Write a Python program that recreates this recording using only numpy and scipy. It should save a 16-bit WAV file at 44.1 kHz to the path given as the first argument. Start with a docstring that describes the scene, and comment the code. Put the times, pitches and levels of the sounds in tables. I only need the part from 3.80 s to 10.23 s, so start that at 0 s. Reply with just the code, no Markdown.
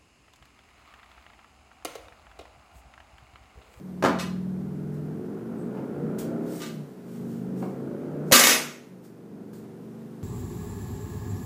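"""A barbell snatch in a garage. Throughout, over faint hiss, an engine outside hums through the door
and revs up and down twice. At 0.2 s the lifter's feet stamp and the bar's sleeves rattle; at 1.8 s
comes a brief, faint, high whistle. Clothes swish, his weight shifts with dull knocks, and the sleeves
rattle again at 2.8 s as the bar comes down. At 4.5 s the bare steel bar hits the floor with a thud,
bounces, chatters and rings in its bending modes. Two soft steps follow near 5.8 s."""
import sys
import numpy as np
from scipy import signal
from scipy.fft import rfft, irfft
from scipy.io import wavfile

SR = 44100
rng = np.random.default_rng(int(sys.argv[2]) if len(sys.argv) > 2 else 0)


def wav_record(signal):
    """Record a signal, one row per channel, as 16-bit PCM in the file named by sys.argv[1]."""
    frames = np.transpose(np.atleast_2d(signal))
    bounded = np.clip(frames, -1, 1)
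    # unit amplitude maps onto the largest positive 16-bit level
    quanta = np.round(bounded * 32767).astype(np.int16)
    wavfile.write(sys.argv[1], SR, quanta)


N = 283563
TIME_S = np.arange(N) / SR

# Noise spectra. Each row: frequency in Hz, relative density in dB.
HISS_SPECTRUM = [(25, 0), (100, 8), (500, 21), (1500, 9.5), (3500, -1), (8000, -3.5), (15000, -5)]
EXHAUST_SPECTRUM = [(30, -45), (70, -15), (130, -8), (220, 4.5), (330, -2.5), (430, -4), (540, -10),
                    (700, -12.5), (1050, -22.5), (1900, -32), (3000, -43), (6000, -59.5)]
CLOTH_SPECTRUM = [(300, -9), (1200, 0), (2200, 0.5), (3500, -0.5), (5500, 1), (8000, 2), (11000, -2),
                  (15000, 2)]
KNOCK_SPECTRUM = [(120, -20), (300, -3), (550, 1), (850, 1), (1250, -10), (2200, -19), (3200, -29),
                  (6000, -42)]
SOLE_SPECTRUM = [(40, -28), (100, -17), (170, 3.5), (260, 4.5), (450, -3), (700, -0.5), (1200, -5.5),
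                 (1900, -12), (3000, -21), (6000, -26.5), (10000, -36), (15000, -40.5)]
SLEEVE_SPECTRUM = [(200, -53), (900, -5), (1450, 4), (2300, -0.5), (4000, 1.5), (5500, -3), (8000, -7.5),
                   (11000, -19), (15000, -19)]
CLANK_SPECTRUM = [(30, -46.5), (80, -38.5), (150, -10), (240, 0.5), (450, 1.5), (900, -3), (1400, 1.5),
                  (2500, 1), (4200, -3.5), (6600, 1.5), (8500, -7.5), (11000, -6.5), (15000, -10.5)]
CRACK_SPECTRUM = [(2000, -30.5), (5000, -12), (6700, -2), (8500, -6), (11000, 0.5), (13000, 0), (15000, -2)]

# Engine speed. Each row: time in seconds, cycle rate in Hz.
ENGINE_SPEED = [(0.0, 21.1), (0.11, 20.28), (0.45, 20.14), (1.29, 21.64), (1.93, 26.4), (2.51, 33.09),
                (2.72, 34.14), (2.85, 33.44), (3.02, 29.71), (3.11, 27.1), (3.24, 25.69), (3.6, 25.68),
                (3.94, 27.17), (4.44, 30.33), (4.78, 30.72), (5.32, 24.07), (5.57, 23.45), (6.43, 25.24)]
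# Load, high on throttle. Each row: time in seconds, exhaust level in dB.
ENGINE_LOAD = [(0, -52), (.2, -48.5), (1.3, -42), (2.3, -36.5), (2.66, -36.5), (2.93, -46.5), (3.22, -49.5),
               (3.42, -44), (3.85, -40.5), (4.48, -37.5), (4.7, -51), (5.2, -53.5), (5.6, -47.5),
               (6.43, -49.5)]
# Unsteady firing. Each row: time in seconds, roughness from 0 to 1.
ENGINE_ROUGHNESS = [(1.28, .2), (1.45, 1), (2.7, 1), (3.3, .55), (4.1, .9), (5.6, .55)]
# Low drone, before door and room. Each row: time in seconds, level in dB.
DRONE_LEVEL = [(0, -50), (.35, -39.5), (1.2, -39), (1.9, -43.5), (2.25, -39), (2.55, -35.5), (3.03, -43),
               (3.15, -54), (3.4, -41), (3.8, -39.5), (4.15, -42.5), (4.45, -40), (4.7, -52), (5.1, -57),
               (5.55, -47.5), (6.43, -45.5)]
# Drone orders; uneven firing favours odd ones. Each row: order, dB relative to the drone level.
DRONE_ORDERS = [(4, -12), (5, -3.5), (6, -14), (7, -4.5), (8, -12), (9, -3), (11, -8)]
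# Weaker orders. Each row: order, dB relative to the exhaust level.
UPPER_ORDERS = [(10, -7), (12, -6), (13, -14.5), (14, -5.5), (15, -14), (16, -4.5), (17, -8), (19, -7.5),
                (20, -4.5)]
# Path through door and walls. Each row: frequency in Hz, gain in dB.
DOOR_GAIN = [(40, -22), (80, 1), (100, -11), (112, -8.5), (130, 0.5), (165, -0.5), (195, -1), (300, -1.5),
             (430, -0.5), (475, -6.5), (700, -11)]
# Low garage modes. Each row: centre in Hz, width in Hz, lift in dB.
ROOM_MODES = [(150.5, 5.5, 8.5), (184.5, 6.5, 12), (211, 4, 6), (221.5, 3.5, 6), (231, 6, 4.5)]

# Clothes and hands brushing. Each row: peak time in seconds, level in dB, rise and fall in seconds.
SWISHES = [(1.145, -59.5, 0.025, 0.028), (2.389, -36, 0.0065, 0.038), (2.778, -45.5, 0.14, 0.19),
           (3.35, -58, 0.12, 0.19), (3.53, -59, 0.098, 0.15), (3.8, -55, 0.056, 0.18),
           (4.501, -56, 0.054, .05), (5.255, -56, 0.034, 0.024), (5.735, -53.5, .006, 0.098)]
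# Knocks on the mats. Each row: start in seconds, relative level in dB.
MAT_KNOCKS = [(1.948, -38), (1.972, -32.5), (3.824, -28.5), (4.512, -18)]
# Shoes on the mats. Each row: start in seconds, relative level in dB, T60 in seconds.
STEPS = [(.225, -9, .035), (.239, -8.5, .04), (.248, -7, .04), (.259, -11, .03), (5.733, -43, .04),
         (5.84, -46, .06)]
# Bending modes of the bar. Each row: frequency in Hz, relative level in dB.
BAR_MODES = [(899, -10), (1195, 1), (1530, -6), (1914, -2), (2239, -2), (2570, 1), (2911, 0), (3275, -4),
             (3690, -2), (4066, -3), (4488, -4), (4935, -1.5), (5400, -2), (5850, 2), (6325, -1),
             (6474, -3), (6812, 0), (7343, -2), (7855, -3), (8420, -5), (8948, -6), (9495, -2), (10074, -7),
             (10660, -4), (11225, -3), (11862, -6), (12460, -5), (13100, -8), (13710, -6), (14340, -7)]
# Sleeve knocks in the held bar. Each row: start in seconds, level in dB, low-mode drive offset in dB.
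RATTLES = [(.387, -34, -9), (.396, -29.5, -6), (.407, -36, -12), (2.803, -40.5, 6), (2.818, -35, 1),
           (2.833, -38, -9), (2.862, -39.5, -8)]
# Floor strike and bounces. Each row: start in seconds, level in dB.
BOUNCES = [(4.514, -26), (4.521, -5.5), (4.528, -4.5), (4.537, -15), (4.548, -9), (4.559, -14.5),
           (4.596, -10), (4.637, -11), (4.67, -8.5), (4.696, -17.5)]


def amp(db):
    """Decibels to gain."""
    return 10 ** (np.asarray(db) / 20)


def unit_rms(x):
    """Scale to rms 1."""
    return x / np.sqrt(np.mean(x ** 2))


def unit_energy(x):
    """Scale a response to preserve white-noise power."""
    return x / np.sqrt(np.sum(x ** 2))


def curve(rows):
    """Linear interpolation of (time, value) rows."""
    return np.interp(TIME_S, *np.transpose(rows))


def fade(t, t60_s):
    """Exponential decay from t = 0, silent before."""
    return (t >= 0) * np.exp(-np.log(1000) * np.maximum(t, 0) / t60_s)


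def colour(x, spectrum, taps=4096):
    """Shape x with a minimum-phase filter of the given spectrum."""
    hz, db = np.transpose(spectrum)
    grid_hz = np.maximum(np.arange(taps // 2 + 1) * SR / taps, 1)
    gain = amp(np.interp(np.log(grid_hz), np.log(hz), db))
    cepstrum = irfft(np.log(gain))
    cepstrum[1:taps // 2] *= 2
    cepstrum[taps // 2 + 1:] = 0
    response = unit_energy(irfft(np.exp(rfft(cepstrum))))
    return signal.fftconvolve(x, response)[:N]


def noise(spectrum):
    """Coloured noise, rms 1."""
    return unit_rms(colour(rng.standard_normal(N), spectrum))


def band_noise(hz, width_hz):
    """Noise passed twice through one resonator, rms 1."""
    b, a = signal.iirpeak(hz, hz / width_hz, fs=SR)
    once = signal.lfilter(b, a, rng.standard_normal(N))
    return unit_rms(signal.lfilter(b, a, once))


def wander(rate_hz):
    """Random drift, spread near 1."""
    knots = rng.standard_normal(N // 100)
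    return np.interp(TIME_S * rate_hz, np.arange(len(knots)), knots)


def contact_power(rows, t60_s):
    """Summed power of decaying (start, level) contacts."""
    return sum((amp(db) * fade(TIME_S - start_s, t60_s)) ** 2 for start_s, db in rows)


def ring_envelope(power, t60_s):
    """Amplitude of a body that stores incoming power and leaks it."""
    retained = np.exp(-2 * np.log(1000) / (t60_s * SR))
    return np.sqrt(signal.lfilter([1 - retained], [1, -retained], power + 1e-18))


def hiss(level_db=-56, dip_db=-4, dip_at_s=5.45, dip_width_s=0.57):
    """Faint hiss with one smooth dip."""
    dip = np.exp(-((TIME_S - dip_at_s) / dip_width_s) ** 2)
    return amp(level_db + dip_db * dip) * noise(HISS_SPECTRUM)


def garage(x, tail_db=0.5, build_s=0.0017, split_hz=3000, low_t60_s=0.51, high_t60_s=0.25):
    """Direct sound plus dense reflections off door, walls and rafters; treble dies first."""
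    t = TIME_S[:SR]
    scatter = rng.standard_normal(SR)
    low = signal.sosfilt(signal.butter(1, split_hz, fs=SR, output="sos"), scatter)
    tail = low * fade(t, low_t60_s) + (scatter - low) * fade(t, high_t60_s)
    tail *= 1 - np.exp(-t / build_s)
    response = amp(tail_db) * unit_energy(tail)
    response[0] += 1
    return signal.fftconvolve(x, unit_energy(response))[:N]


def door_and_room_gain(hz):
    """A tone passes the door and booms where it meets a room mode."""
    lift_db = sum(db * np.exp(-((hz - mode_hz) / width_hz) ** 2) for mode_hz, width_hz, db in ROOM_MODES)
    return amp(np.interp(hz, *np.transpose(DOOR_GAIN)) + lift_db)


def engine(speed_drift=0.004, flutter_db=3.0, jitter_rad=0.097, throb_depth=0.2):
    """Orders sweep the room modes; exhaust roar and a whirr grow with load and throb twice a cycle."""
    cycle_hz, load_db, roughness = curve(ENGINE_SPEED), curve(ENGINE_LOAD), curve(ENGINE_ROUGHNESS)
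    unsteady_hz = cycle_hz * (1 + speed_drift * roughness * wander(14))
    phase = 2 * np.pi * np.cumsum(unsteady_hz) / SR
    hum = 0
    for orders, level_db in (DRONE_ORDERS, curve(DRONE_LEVEL)), (UPPER_ORDERS, load_db):
        for order, db in orders:
            rms = amp(level_db + db + flutter_db * roughness * wander(16))
            rms *= door_and_room_gain(order * cycle_hz)
            order_phase = order * (phase + jitter_rad * roughness * wander(22))
            hum += np.sqrt(2) * rms * np.sin(order_phase + 2 * np.pi * rng.random())
    full_load_db = load_db.max()
    roar_db = full_load_db + 1 + 1.1 * (load_db - full_load_db)
    whirr_db = full_load_db - 19.5 + 1.5 * (load_db - full_load_db)
    roar = amp(roar_db) * noise(EXHAUST_SPECTRUM)
    whirr = amp(whirr_db) * band_noise(hz=1380, width_hz=320)
    return hum + (roar + whirr) * (1 + throb_depth * np.sin(2 * phase))


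def faint_whistle(at_s=1.8, width_s=0.035, level_db=-66):
    """A brief, faint, high whistle near 8 kHz."""
    swell = np.exp(-((TIME_S - at_s) / width_s) ** 2)
    return amp(level_db) * swell * band_noise(hz=8150, width_hz=900)


def clothes(grain_db=1.5):
    """Fabric slides in grainy swishes."""
    swell = 0
    for peak_s, db, rise_s, fall_s in SWISHES:
        t = TIME_S - peak_s
        swell += amp(db) * np.exp(-2 * np.where(t < 0, (t / rise_s) ** 2, t / fall_s))
    return swell * noise(CLOTH_SPECTRUM) * amp(grain_db * wander(250))


def mat_knocks(gain_db=-1.5):
    """Weight shifts, then one bar end touches down; the mats dull each knock."""
    envelope = np.sqrt(contact_power(MAT_KNOCKS, t60_s=0.0688))
    return amp(gain_db) * colour(envelope * rng.standard_normal(N), KNOCK_SPECTRUM)


def feet(gain_db=-3):
    """Heels and soles slap the mats."""
    envelope = sum(amp(db + gain_db) * fade(TIME_S - start_s, t60_s) for start_s, db, t60_s in STEPS)
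    return colour(envelope * rng.standard_normal(N), SOLE_SPECTRUM)


def floor_thud(at_s=4.5235, push_s=0.0015, push_db=-9, push_cutoff_hz=170, slam_db=-20,
               boom_hz=241, boom_db=-22):
    """The landing gives the floor one short push, with a slam and a low ring."""
    t = TIME_S - at_s
    pulse = amp(push_db) * np.sin(np.pi * np.clip(t / push_s, 0, 1))
    push = signal.sosfilt(signal.butter(1, push_cutoff_hz, "high", fs=SR, output="sos"), pulse)
    slam = amp(slam_db) * band_noise(hz=400, width_hz=200) * fade(t, t60_s=0.22)
    boom = amp(boom_db) * np.sin(2 * np.pi * boom_hz * t) * fade(t, t60_s=1.0)
    return push + slam + boom


def bar_ring(tilt_db_per_octave=0, spread_hz=24):
    """Shaft and sleeves split each bending mode into a cluster of beating partials."""
    grid_hz = np.fft.rfftfreq(N, 1 / SR)
    clusters = 0
    for hz, db in BAR_MODES:
        tilt_db = tilt_db_per_octave * np.log2(hz / BAR_MODES[0][0])
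        clusters += amp(db + tilt_db) * np.exp(-((grid_hz - hz) / spread_hz) ** 2)
    return unit_rms(irfft(clusters * rfft(rng.standard_normal(N)), N))


def held_bar(ring_db=-2, ring_t60_s=0.3, low_mode_db=-6):
    """Sleeves knock at the catch and on the way down; hands dull the ring, one low mode stands out."""
    power = contact_power([(start_s, db) for start_s, db, _ in RATTLES], t60_s=0.069)
    low_power = contact_power([(start_s, db + drive_db) for start_s, db, drive_db in RATTLES], t60_s=0.09)
    ring = amp(ring_db) * ring_envelope(power, ring_t60_s) * bar_ring(tilt_db_per_octave=-2.5)
    low_tone = np.sin(2 * np.pi * BAR_MODES[1][0] * TIME_S)
    low_mode = amp(low_mode_db) * ring_envelope(low_power, ring_t60_s) * low_tone
    knocks = np.sqrt(power) * noise(SLEEVE_SPECTRUM)
    return garage(knocks) + ring + low_mode


def sleeve_chatter(start_s=4.52, hold_s=0.2, level_db=-19.5, sag_db_per_s=11, contacts_per_s=700):
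    """Power of loose sleeves in random contact: sags while the bar bounces, then dies fast."""
    contacts = (rng.random(N) < contacts_per_s / SR) * SR / contacts_per_s
    t = TIME_S - start_s
    release = fade(np.maximum(t - hold_s, 0), t60_s=0.14)
    strength = (t > 0) * amp(level_db - sag_db_per_s * t) * release
    return ring_envelope(contacts * strength ** 2, t60_s=0.024) ** 2


def dropped_bar(crack_db=-10, ring_db=-3.6, ring_t60_s=0.37):
    """Bounces and chatter clank and feed the ring; steel cracks on steel at each bounce."""
    power = contact_power(BOUNCES, t60_s=0.049) + sleeve_chatter()
    crack = amp(crack_db) * np.sqrt(contact_power(BOUNCES, t60_s=0.08)) * noise(CRACK_SPECTRUM)
    clank = np.sqrt(power) * noise(CLANK_SPECTRUM)
    impacts = garage(clank + crack)
    ring = amp(ring_db) * ring_envelope(power, ring_t60_s) * bar_ring()
    return impacts + ring


def scene(bar_cutoff_hz=170):
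    """Mono mix of lifter, bar, floor, engine and hiss."""
    lifter = garage(feet() + mat_knocks() + clothes() + faint_whistle())
    # the bar's sounds carry almost no bass
    highpass = signal.butter(3, bar_cutoff_hz, "high", fs=SR, output="sos")
    bar = signal.sosfilt(highpass, held_bar() + dropped_bar())
    return (lifter + bar + floor_thud() + engine() + hiss())[None]


def record(dry, ceiling=1.1, cutoff_hz=15350):
    """The microphone rounds the peaks; a steep low-pass cuts the top."""
    rounded = ceiling * np.tanh(dry / ceiling)
    return signal.sosfilt(signal.ellip(10, .2, 70, cutoff_hz, fs=SR, output="sos"), rounded)


dry = scene()
out = record(dry)
wav_record(out)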